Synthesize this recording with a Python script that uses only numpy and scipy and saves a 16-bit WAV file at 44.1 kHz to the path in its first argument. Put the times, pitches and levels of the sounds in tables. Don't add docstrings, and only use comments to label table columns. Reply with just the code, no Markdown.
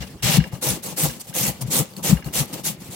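import sys
import numpy as np
from scipy import signal
from scipy.fft import rfft, irfft, next_fast_len
from scipy.io import wavfile
from scipy.ndimage import uniform_filter1d, map_coordinates

SR = 44100
rng = np.random.default_rng(int(sys.argv[2]) if len(sys.argv) > 2 else 0)


def persist_wave(psi):
    counts = np.round(np.clip(psi, -1, 1) * 32767).astype(np.int16)
    wavfile.write(sys.argv[1], SR, np.atleast_2d(counts).T)


def amplitude_ratio(level_db):
    exponent = np.asarray(level_db, float) / 20
    return 10 ** exponent


N = 130095

# centre in Hz, width in Hz, level in dB.
STEEL_MODES = [(1630, 110, 3.5), (2180, 290, -3.5), (2852, 47, 6), (4080, 190, -17), (5240, 93, -5)]


def unit(x):
    return x / np.sqrt(np.mean(x ** 2) + 1e-20)


def along(points, hz):
    f, v = np.transpose(points)
    return np.interp(np.log(hz + 1), np.log(f + 1), v)


def shade(points):
    return lambda hz: amplitude_ratio(along(points, hz)) * (hz > points[0][0] / 2)


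def peaks(modes, hz):
    total = 0
    for k, (centre, width, db) in enumerate(modes):
        damping = 1j * hz * width
        total = total + (-1) ** k * amplitude_ratio(db) * damping / (centre * centre - hz * hz + damping)
    return total


def wobble(rate):
    knots = rng.standard_normal(N // 40)
    return map_coordinates(knots, [np.arange(N) * np.clip(rate, 1, 1000) / SR])


def filtered(x, response):
    m = next_fast_len(N + SR // 2)
    return irfft(rfft(x, m) * response(np.fft.rfftfreq(m, 1 / SR)), m)[..., :N]


def rush(gain, patchy_db):
    # frequency in Hz, left-right correlation from 0 to 1.
    likeness = [(60, 0.43), (130, 0.98), (300, 0.96), (640, 0.71), (1400, 0.45), (3100, 0.065),
                (15000, .02)]
    z = signal.stft(rng.standard_normal((2, N)), nperseg=256)[2]
    field = uniform_filter1d(rng.standard_normal(z.shape[1:]), size=5, axis=0)
    field = uniform_filter1d(field, size=8, axis=1)
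    pair = signal.istft(z * amplitude_ratio(patchy_db * unit(field)), nperseg=256)[1][:, :N]

    def mid_side(hz):
        turn = np.arccos(np.clip(along(likeness, hz), -1, 1)) / 2
        return gain(hz) * [np.cos(turn), np.sin(turn)]

    mid, side = filtered(pair, mid_side)
    return unit(np.array([mid + side, mid - side]))


def add(track, s, piece):
    i = max(round(s * SR), 0)
    track[i:i + len(piece)] += piece[:len(track) - i]


def floor():
    # frequency in Hz, level in dB per Hz.
    colour = [(30, -22), (90, -4.5), (180, -2), (600, -16.5), (1300, -24.5), (4000, -28.5), (15000, -35.5)]
    return amplitude_ratio(-45 + 3.4 * wobble(8.61)) * rush(shade(colour), patchy_db=-3.5)


def room(x):
    # frequency in Hz, time to fall 60 dB in seconds.
    decay = [(200, 0.11), (2000, 0.46), (12000, 0.043)]
    hz, t, z = signal.stft(rng.standard_normal((2, SR // 3)), SR, nperseg=256)
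    tail = signal.istft(z * amplitude_ratio(-60 * t / along(decay, hz)[:, None]), SR, nperseg=256)[1]
    return signal.fftconvolve(x, tail / np.linalg.norm(tail[0]), axes=1)[:, :N]


def pressure(rows, bite, swell, fade, column=0, lag=0):
    t, out = np.arange(N) / SR, np.zeros(N)
    for row in rows:
        start, length, hiss_db = row[:3]
        layer_db = row[column] if column else 0
        u = np.maximum(t - start, 0)
        rise = (1 - np.exp(-u / bite)) * (1 - np.exp(-u / (swell + lag)))
        lifted = np.maximum(u - length - lag / 2, 0) / fade
        out += rise * amplitude_ratio(hiss_db + layer_db - 20 * lifted ** 1.21)
    return out


def contact(column=0, lag=0):
    # start in seconds, push length in seconds, hiss in dB,
    # body in dB over the hiss, steel in dB over the hiss.
    cuts = [
        (.608, 0.1, -25, -8.5, -11.5),
        (.958, .1, -24, -8, -14),
        (1.331, .15, -25.5, -11.5, -14),
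        (1.698, 0.093, -22, -10.5, -14.5),
        (2.022, .08, -24.5, -6.5, -8.5),
        (2.323, 0.076, -24, -8, -9.5),
        (2.63, 0.051, -24.5, -10.5, -13.5),
    ]
    # start in seconds, length in seconds, hiss in dB,
    # body in dB over the hiss, steel in dB over the hiss.
    slides = [(0, 0.023, -45.5, 5.5, 6.5), (.095, 0.021, -54.5, -13, -3), (.39, 0.062, -60, 17.5, 7),
              (.515, 0.035, -48.5, 10, -1.5), (.73, 0.034, -44, 2, -2), (.822, .05, -36, -6.5, -14),
              (.88, 0.041, -40, -3, -6), (1.09, 0.052, -45, -5.5, -6), (1.15, 0.028, -49.5, -2, -8),
              (1.23, 0.027, -50, -7, -11), (1.266, 0.033, -43, -4.5, -10), (1.54, 0.056, -56.5, 5.5, 0),
              (1.9, 0.068, -57.5, 5, -14.5), (1.66, 0.026, -45, -0.5, -6.5), (1.85, 0.057, -56, -6, -6),
              (1.96, 0.025, -46, 6, -8), (2.15, 0.034, -51, 8.5, -11), (2.245, 0.024, -44.5, 4.5, -9.5),
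              (2.47, 0.059, -51.5, 4, -1.5), (2.55, 0.037, -45, 5.5, -2.5), (2.795, 0.089, -49, -4.5, -5),
              (2.9, 0.066, -41, -2.5, -13)]
    # start in seconds, length in seconds, hiss in dB,
    # body in dB over the hiss, steel in dB over the hiss.
    catches = [
        (.066, .01, -48, -4, 3),
        (.222, 0.15, -26.5, -8.5, 0),
        (.857, 0.0058, -34, -7, -21),
        (1.193, 0.021, -37, -16, -13),
        (1.607, 0.013, -29, -6, -25),
        (2.526, 0.015, -30.5, 0.5, -8.5),
        (2.59, 0.0062, -40.5, -19, -12),
    ]
    return (pressure(cuts, 0.012, 0.018, 0.047, column, lag)
            + pressure(slides, 0.002, 0.008, 0.033, column, lag)
            + pressure(catches, 0.00093, 0.0089, 0.017, column, lag / 2))


def judders(low, t):
    # centre in seconds, peak in dB, pitch in Hz, width in seconds.
    thuds = [(0.012, -24.5, 145, 0.0083), (0.242, -17.5, 131, 0.013), (0.259, -14.5, 136, 0.0079),
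             (0.297, -16, 174, 0.012), (0.354, -14.0, 144, 0.015), (0.374, -10, 201, 0.0023),
             (0.39, -2.5, 157.8, 0.011), (0.41, -15.5, 180, 0.0075), (0.538, -18.5, 133, 0.009),
             (0.685, -20.5, 138.0, 0.032), (0.709, -19.5, 132, 0.011), (0.93, -29.0, 170, 0.016),
             (1.036, -15.5, 168, 0.011), (1.056, -16, 163.0, 0.0084), (1.084, -23, 149, 0.021),
             (1.3, -29, 155.0, 0.012), (1.425, -24.5, 129, 0.024), (1.491, -22, 138, 0.024),
             (1.645, -21.5, 125, 0.04), (1.688, -20.5, 149, 0.0096), (1.808, -14.0, 146.7, 0.017),
             (1.979, -33.5, 182, 0.014), (2.1, -11.5, 152, 0.009), (2.118, -12.5, 199, 0.0061),
             (2.133, -2.5, 163.5, 0.0099), (2.27, -20.5, 146, 0.014), (2.413, -17, 142, 0.025)]
    ring_db, ring_t60_s = -4.5, 0.099
    for s, db, hz, width in thuds:
        burst = np.exp(-abs(t / (0.62 * width)) ** 3.44)
        ring = amplitude_ratio(ring_db - 60 * abs(t) / ring_t60_s) * (1 - np.exp(-np.maximum(t, 0) / width))
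        add(low, s, amplitude_ratio(db - 2.1) * (burst + ring) * np.sin(2 * np.pi * hz * t))


def table_booms(low, t):
    # centre in seconds, level in dB.
    booms = [
        (0.018, -30.5),
        (0.244, -36.5),
        (0.404, -22),
        (.72, -38),
        (1.09, -37),
        (1.5, -36),
        (2.15, -21),
        (2.28, -36),
        (2.4, -37),
    ]
    for s, db in booms:
        add(low, s, amplitude_ratio(db) * np.exp(-(t / 0.029) ** 2) * np.sin(2 * np.pi * 63 * t))


def rumble():
    # frequency in Hz, level in dB per Hz.
    colour = [(30, -20), (60, -23), (90, -18.5), (125, -3.5), (190, 4.5), (240, -4.5), (400, -29)]
    shake = contact(column=3, lag=0.049) * unit(amplitude_ratio(2.4 * wobble(40)))
    return amplitude_ratio(6.5) * shake * rush(shade(colour), patchy_db=-1.0)


def board():
    low = np.zeros(N + SR)
    t = np.arange(-SR // 10, SR // 5) / SR
    judders(low, t)
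    table_booms(low, t)
    left_db = 7.5
    return (low[SR // 10:][:N] + rumble()) * amplitude_ratio([[left_db / 2 - .7], [-left_db / 2 - .7]])


def rattle():
    # start in seconds, peak in dB.
    chatters = [(0.0246, -27), (0.1256, -51), (0.1994, -45), (0.4015, -23), (0.4394, -22.5),
                (0.5232, -38.5), (0.5514, -36.5), (1.0964, -26.5), (1.326, -35), (2.1704, -28.5),
                (2.2238, -33), (2.2405, -35.5), (2.262, -36), (2.2844, -35)]
    out, t = np.zeros((2, N)), np.arange(SR // 20) / SR
    for s, db in chatters:
        for ear in out:
            add(ear, s, amplitude_ratio(db - 20 * t / 0.011) * rng.standard_normal(len(t)))
    return filtered(out, lambda hz: 4 * peaks(STEEL_MODES, hz) + 0.071)


def juice_clicks():
    # start in seconds, peak in dB, pitch in Hz.
    ticks = [
        (.886, -30, 6340),
        (1.936, -39, 4600),
        (1.966, -28.5, 4430),
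        (2.245, -31, 4260),
        (2.457, -32, 12700),
    ]
    out, t = np.zeros((2, N)), np.arange(SR // 20) / SR
    for s, db, hz in ticks:
        envelope = amplitude_ratio(db - 60 * t / 0.015) * (1 - np.exp(-t / 0.00035))
        for ear in out:
            add(ear, s, envelope * (np.sin(2 * np.pi * hz * t) + 0.99 * rng.standard_normal(len(t))))
    return out


def steel_scrape():
    # frequency in Hz, level in dB per Hz.
    colour = [(700, -5), (1500, -10), (2200, -3), (3100, -1), (5300, -4.5), (8000, -9), (12000, -44)]
    force = contact(column=4) * unit(amplitude_ratio(1.2 * wobble(150)))
    gain = lambda hz: shade(colour)(hz) * (1 + 0.36 * abs(peaks(STEEL_MODES, hz)))
    return force * rush(gain, patchy_db=0.0) * amplitude_ratio([[1.3], [-1.3]])


def potato_body():
    # frequency in Hz, level in dB per Hz.
    colour = [(150, -39), (260, -2), (520, -1), (900, -2.5), (1200, -4), (1800, -26)]
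    # centre in Hz, width in Hz, level in dB.
    frame = [(305, 41, 1.5), (520, 27, 3), (800, 43, -6)]
    force = contact(column=3, lag=0.019) * unit(amplitude_ratio(1.7 * wobble(70)))
    gain = lambda hz: shade(colour)(hz) * (1 + 1.9 * abs(peaks(frame, hz)))
    return force * rush(gain, patchy_db=2.5) * amplitude_ratio([[.8], [-.8]])


def wet_hiss():
    # frequency in Hz, level in dB per Hz.
    colour = [(900, -18), (1500, -11.5), (3000, -7.5), (5900, -3), (7700, -2), (10000, -2), (14000, -2.5),
              (16000, -8)]
    # centre in Hz, width in Hz, level in dB.
    teeth = [(6320, 77, -4), (7620, 170, 1), (10000, 190, -11), (13500, 170, -7)]
    crunch = unit(amplitude_ratio(2 * wobble(900) + 0.4 * wobble(60)))
    gain = lambda hz: shade(colour)(hz) * (1 + amplitude_ratio(-7) * abs(peaks(teeth, hz)))
    return contact() * crunch * rush(gain, patchy_db=2.5)


def scene():
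    grating = wet_hiss() + potato_body() + steel_scrape()
    near = grating * amplitude_ratio(4) + rattle() + juice_clicks()
    return near + amplitude_ratio(-14.5) * room(near) + board() + floor()


def top_cut(x):
    return signal.sosfilt(signal.butter(12, 16680, fs=SR, output="sos"), x)


def record(dry):
    mix = filtered(dry, lambda hz: hz < 15900)
    return top_cut(mix)


dry = scene()
out = record(dry)
persist_wave(out)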